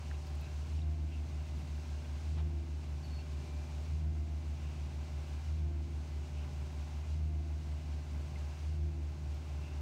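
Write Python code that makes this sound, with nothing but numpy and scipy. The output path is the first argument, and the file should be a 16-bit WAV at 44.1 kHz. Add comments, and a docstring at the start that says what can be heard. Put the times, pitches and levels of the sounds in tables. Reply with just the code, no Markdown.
"""Beyond a garden a concrete pump drones: sinusoids at multiples of its engine cycle over coloured noise.
Every 1.6 s or so its stroke turns over: the engine surges, the exhaust swells and the clatter and hiss
sink, then build again. Thin whines waver, and a second, slower hum beats against the exhaust.
Nearer by, workers' tools tick, scrape and squeak on the wet concrete and the formwork: ringing taps,
swelling bands of noise and shaky tones."""
import sys
import numpy as np
from scipy import signal
from scipy.fft import rfft, irfft, next_fast_len
from scipy.io import wavfile
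from scipy.ndimage import map_coordinates

SR = 44100
rng = np.random.default_rng(int(sys.argv[2]) if len(sys.argv) > 2 else 0)


def master(y):
    """Save y as 16-bit WAV."""
    cut = np.clip(np.atleast_2d(y).T, -1, 1)
    pcm = np.round(cut * 32767)  # scale
    wavfile.write(sys.argv[1], SR, pcm.astype(np.int16))


N = 432621

# the valve swings over to the other piston: start_s, piston (0 or 1)
STROKES = [(.55, 0), (2.119, 1), (3.741, 0), (5.329, 1), (6.93, 0), (8.509, 1)]
FIRST_BEAT_S = .139  # hum and exhaust first swell together


def amp(db):
    """Decibels to gain."""
    return np.exp(np.asarray(db) * (np.log(10) / 20))


def unit(x):
    """Scale to rms 1."""
    return x / np.sqrt(np.mean(x ** 2) + 1e-20)


def clock():
    """The time of every sample, in seconds."""
    return np.arange(N) / SR


def curve(rows):
    """Join (time_s, value) points by straight lines, one value per sample."""
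    time_s, value = np.transpose(rows)
    return np.interp(clock(), time_s, value)


def wobble(rate):
    """A smooth random curve, rate knots a second."""
    coarse = np.arange(0, N + 64, 64)  # worked out every 64 samples
    knots = rng.standard_normal(2048)
    smooth = map_coordinates(knots, [coarse * rate / SR], mode="wrap")
    return np.interp(np.arange(N), coarse, smooth)


def filtered(x, response):
    """Multiply the spectrum of x by a response of frequency."""
    size = next_fast_len(len(x) + SR // 4)
    hz = np.fft.rfftfreq(size, 1 / SR)
    return irfft(rfft(x, size) * response(hz), size)[:len(x)]


def noise(spectrum):
    """Noise of rms 1 coloured by (pitch_hz, level_db) points."""
    points_hz, points_db = np.transpose(spectrum)

    def colour(hz):
        return amp(np.interp(np.log(hz + 1), np.log(points_hz), points_db))
    return unit(filtered(rng.standard_normal(N), colour))


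def resonant_noise(centre_hz, width_hz):
    """Half a second of noise of rms 1 in one resonance."""
    def resonance(hz):
        return 1 / (1 + ((hz - centre_hz) / width_hz * 2) ** 2)
    return unit(filtered(rng.standard_normal(SR // 2), resonance))


def tone(turns):
    """A sinusoid of rms 1 from its count of cycles."""
    return np.sqrt(2) * np.cos(np.float32(2 * np.pi * (turns - np.floor(turns))))


def add(out, start_s, sound):
    """Mix a sound in at its start time."""
    start = max(round(start_s * SR), 0)
    out[start:start + len(sound)] += sound[:N - start]


def cycles(hz):
    """Cycles turned since the first beat."""
    turns = np.cumsum(hz) / SR
    return turns - turns[round(FIRST_BEAT_S * SR)]


def changeovers(delay_s, attack_s, hold_s, release_s):
    """0 under load, near 1 at a changeover: smooth attack, hold, exponential release (one, or one per piston)."""
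    out, t = np.zeros(N), clock()
    for start_s, piston in STROKES:
        age = t - start_s - delay_s
        rise = (1 - np.cos(np.pi * np.clip(age / attack_s, 0, 1))) / 2
        piston_release_s = np.broadcast_to(release_s, 2)[piston]
        fall = np.exp(-np.maximum(age - attack_s - hold_s, 0) / piston_release_s)
        out = np.maximum(out, rise * fall)
    return out


def engine_speed(loaded_hz, surge_hz):
    """Firing rate: freed of its load the engine speeds up, then the next piston pulls it down again."""
    return loaded_hz + surge_hz * changeovers(0, attack_s=.2, hold_s=.127, release_s=(.415, .23))


def exhaust(firing_hz, loaded_db, swell_db, rough_db, thinning_db, jitter, shaft_jitter):
    """The firing tone, and the orders that unequal cylinders add; a surge shifts their balance."""
    # four firings make one engine cycle, and the two pistons ring its multiples differently:
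    # multiple of the cycle rate (rounded in use), loaded_db, piston_0_surge_db, piston_1_surge_db,
    # lag_s behind the surge
    engine_orders = [(2.01, -81, -72, -72, .01), (3.026, -61, -57, -55, 0.059), (6, -68.5, -68, -66, .05),
                     (7, -55.5, -60, -59, 0.23), (8, -55, -49, -49, 0.016), (9, -66, -72, -74, .02),
                     (11, -73.5, -64, -65.5, .06), (12, -73.5, -74, -72, .05), (14, -66, -61, -59.5, 0.18),
                     (15, -74, -71.5, -81, .05), (16, -80, -74, -71, .03), (17, -76.5, -63.5, -65, 0.17),
                     (18, -68, -62.5, -56.5, 0.11), (20, -65.5, -84, -83, 0.067),
                     (22, -75, -83, -84, 0.088), (28, -87, -76.5, -76, 0.045), (32, -67, -73.5, -73.5, .04),
                     (36, -78.5, -66, -69, 0.095), (41, -71.5, -88, -87, .04), (44, -80, -93, -93, .04),
                     (55.1, -76.5, -86, -87, .04), (57, -78.5, -88, -84, .04), (107.9, -80, -78, -80, .04)]
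    linger_order = 15.4  # orders above this swell broadly, those below only at the height of a surge
    t = clock()
    firings = cycles(firing_hz) + shaft_jitter * wobble(12)

    # the swell dies more slowly for piston 0 than for piston 1
    release_s = .17 * np.array((1.57, .71))
    surge = changeovers(delay_s=.02, attack_s=.26, hold_s=.08, release_s=release_s)
    starts_s, pistons = np.transpose(STROKES)
    piston = pistons[np.searchsorted(starts_s, t) - 1]

    # the overtones thin out for a moment as the shaft gathers speed
    speeding_up = np.maximum(np.gradient(firing_hz), 0)
    thinning = thinning_db * (speeding_up / speeding_up.max()) ** 2

    out = amp(loaded_db + swell_db * surge + .34 * wobble(20)) * tone(firings)
    for multiple, calm_db, first_db, second_db, lag_s in engine_orders:
        order = round(multiple)
        swell = np.interp(t - lag_s, t, surge) ** max(linger_order / order, .5)
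        surge_db = np.where(piston, second_db, first_db)
        level_db = calm_db + swell * (surge_db - calm_db) - thinning + rough_db * wobble(12)
        out += amp(level_db) * tone(order * firings / 4 + rng.random() + jitter * wobble(10))
    return out


def casing_rumble(level_db):
    """The casing rumbles: low noise of slightly unsteady level."""
    # colour of the rumble: pitch_hz, level_db (relative, per Hz)
    rumble_colour = [(20, -31), (30, -28), (42, -14), (60, -12), (105, -1), (155, -3), (185, -9),
                     (270, -12.5), (400, -15.5), (600, -27.5), (1200, -62)]
    return amp(level_db + 1.6 * wobble(12)) * noise(rumble_colour)


def engine_clatter(firing_hz, loaded_db, dip_db, throb):
    """Mid-range noise that pulses with the engine cycle and sinks at a changeover."""
    # colour of the clatter: pitch_hz, level_db (relative, per Hz)
    clatter_colour = [(250, -25), (450, -6), (560, -4), (780, 1.5), (1030, -3.5), (1250, -7), (1600, -6.5),
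                      (1880, -12.5), (2080, -8.5), (2700, -10), (5000, -32)]
    firings = cycles(firing_hz)
    # once a cycle, twice a cycle and at every firing
    pulsing = 1 + throb * (tone(firings / 4) + tone(firings / 2) + tone(firings)) / 2
    dip = changeovers(delay_s=.11, attack_s=.12, hold_s=.28, release_s=.38)
    return amp(loaded_db - dip_db * dip + .56 * wobble(25)) * pulsing * noise(clatter_colour)


def pumping_hiss(loaded_db, dip_db, fade_db_per_s):
    """The high noise of each push sinks at a changeover, builds again, and slowly weakens overall."""
    # colour of the hiss: pitch_hz, level_db (relative, per Hz)
    hiss_colour = [(900, -6), (1900, -4), (2300, 2), (2800, 4.5), (3150, 1), (4000, 2), (6400, 0),
                   (7300, -4), (8500, -6.5), (9300, -12), (12000, -19.5), (15800, -25)]
    dip = changeovers(delay_s=.16, attack_s=.18, hold_s=.062, release_s=.38)
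    level_db = loaded_db - fade_db_per_s * clock() - dip_db * dip
    return amp(level_db + .61 * wobble(25)) * noise(hiss_colour)


def whines(waver_db, drift):
    """Faint thin whines of the machinery, and a very faint one at the squeak's pitch: wavering sinusoids."""
    # pitch_hz, level_db
    whine_tones = [(1577, -87.5), (1830, -92), (2374, -82.5), (4392, -91)]
    out = np.zeros(N)
    for pitch_hz, level_db in whine_tones:
        level = amp(level_db + waver_db * wobble(2.4))
        out += level * tone(pitch_hz * clock() + drift * wobble(14))
    return out


def second_machine(hum_db, waver_db):
    """A slower shaft: its hum beats with the exhaust, and the note of its fan follows its speed."""
    # the machine's speed wanders: time_s, hum_hz
    hum_speed = [(0, 70.2), (2.1, 69.51), (3.5, 69.99), (4.9, 68.74), (5.6, 69.77), (6.3, 70.21),
                 (7, 68.72), (7.7, 70.39), (9.1, 71.51), (9.8, 70.11)]
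    # level of the fan note: time_s, level_db
    fan_level = [(0, -70), (.9, -61.5), (8.3, -62.5), (8.8, -71)]
    turns = cycles(curve(hum_speed))
    fan = tone(3.457 * turns + .03 * wobble(8))  # ratio of fan note to hum
    return amp(hum_db) * tone(turns) + amp(curve(fan_level) + waver_db * wobble(5)) * fan


def taps():
    """Tools and pebbles tap: each ring starts at once and dies exponentially."""
    # start_s, level_db, ring_hz, width_hz, t60_s (time to fall 60 dB)
    tap_rows = [(0.112, -44.5, 1523, 279, 0.027), (.143, -58, 2720, 200, .04), (.148, -62, 3870, 300, .05),
                (.269, -58, 5170, 2500, 0.056), (.353, -59, 8000, 4000, .015),
                (.412, -59, 13500, 4000, .015), (.79, -57, 2720, 200, 0.054), (.818, -57, 3750, 250, .04),
                (8.359, -49.5, 2090, 70, 0.04), (9.345, -72, 14000, 3000, .04)]
    out, t = np.zeros(N), np.arange(SR // 2) / SR
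    for start_s, level_db, ring_hz, width_hz, t60_s in tap_rows:
        # the phase of a narrow noise gives a ring of unsteady pitch
        turns = np.angle(signal.hilbert(resonant_noise(ring_hz, width_hz))) / (2 * np.pi)
        onset = 1 - np.exp(-t * ring_hz * 2)
        add(out, start_s, amp(level_db - 60 * t / t60_s) * onset * tone(turns))
    return out


def scrapes():
    """Hose, boots and wet concrete scuff: bands of noise that swell and fade."""
    # middle_s, level_db, centre_hz, width_hz, half_length_s
    scrape_rows = [(.272, -75, 13000, 6000, .012), (.435, -66, 3900, 300, .025),
                   (0.449, -63, 2590, 350, 0.038), (1.133, -61.5, 2720, 500, 0.037),
                   (1.59, -78, 10000, 8000, .04), (1.59, -56, 200, 200, 0.067),
                   (2.39, -55.5, 940, 800, 0.022), (2.392, -59, 2600, 3000, 0.023),
                   (3.194, -62, 2670, 300, 0.02), (4.678, -67.5, 2650, 600, 0.17),
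                   (6.41, -65, 2780, 1000, .07), (9.255, -51, 105, 40, 0.039),
                   (9.663, -66, 2700, 350, 0.071)]
    out, t = np.zeros(N), np.arange(SR // 2) / SR
    for middle_s, level_db, centre_hz, width_hz, half_length_s in scrape_rows:
        swell = np.exp(-((t - t.mean()) / half_length_s) ** 2)
        add(out, middle_s - t.mean(), amp(level_db) * swell * resonant_noise(centre_hz, width_hz))
    return out


def squeak():
    """A steel tool squeaks: tones around fixed pitches, shaken by an uneven grip."""
    # start_s, length_s, pitch_hz, level_db
    squeak_rows = [(3.027, 0.068, 4410, -66), (3.034, 0.043, 4570, -63), (3.035, .05, 11580, -85),
                   (3.082, 0.074, 4392, -70), (3.13, 0.098, 4392, -66)]
    out, t = np.zeros(N), np.arange(SR // 2) / SR
    for start_s, length_s, pitch_hz, level_db in squeak_rows:
        contact = np.clip(t / .003, 0, 1) * np.clip((length_s - t) / .022, 0, 1)
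        grip = wobble(72)[:len(t)]  # shakes level and phase together
        add(out, start_s, amp(level_db + 2.1 * grip) * contact * tone(pitch_hz * t + .059 * grip))
    return out


def scene():
    """The pump, its neighbour and the workers, with the faint whines, heard from one spot."""
    firing_hz = engine_speed(loaded_hz=74.51, surge_hz=2.64)
    # jitter, shaft_jitter and drift are in cycles
    pump = exhaust(firing_hz, loaded_db=-40.5, swell_db=6, rough_db=1.15, thinning_db=2.5,
                   jitter=.014, shaft_jitter=.004)
    pump += casing_rumble(level_db=-55.5)
    pump += engine_clatter(firing_hz, loaded_db=-60, dip_db=3.5, throb=.075)
    pump += pumping_hiss(loaded_db=-62, dip_db=4.5, fade_db_per_s=.13)
    thin_whines = whines(waver_db=5.5, drift=.32)
    neighbour = second_machine(hum_db=-49.5, waver_db=1)
    workers = taps() + scrapes() + squeak()
    return (pump + thin_whines + neighbour + workers)[None]


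def record(dry):
    """The recorder keeps nothing above its band limit."""
    top_hz = 15800
    return np.array([filtered(channel, lambda hz: hz < top_hz) for channel in dry])


dry = scene()
out = record(dry)
master(out)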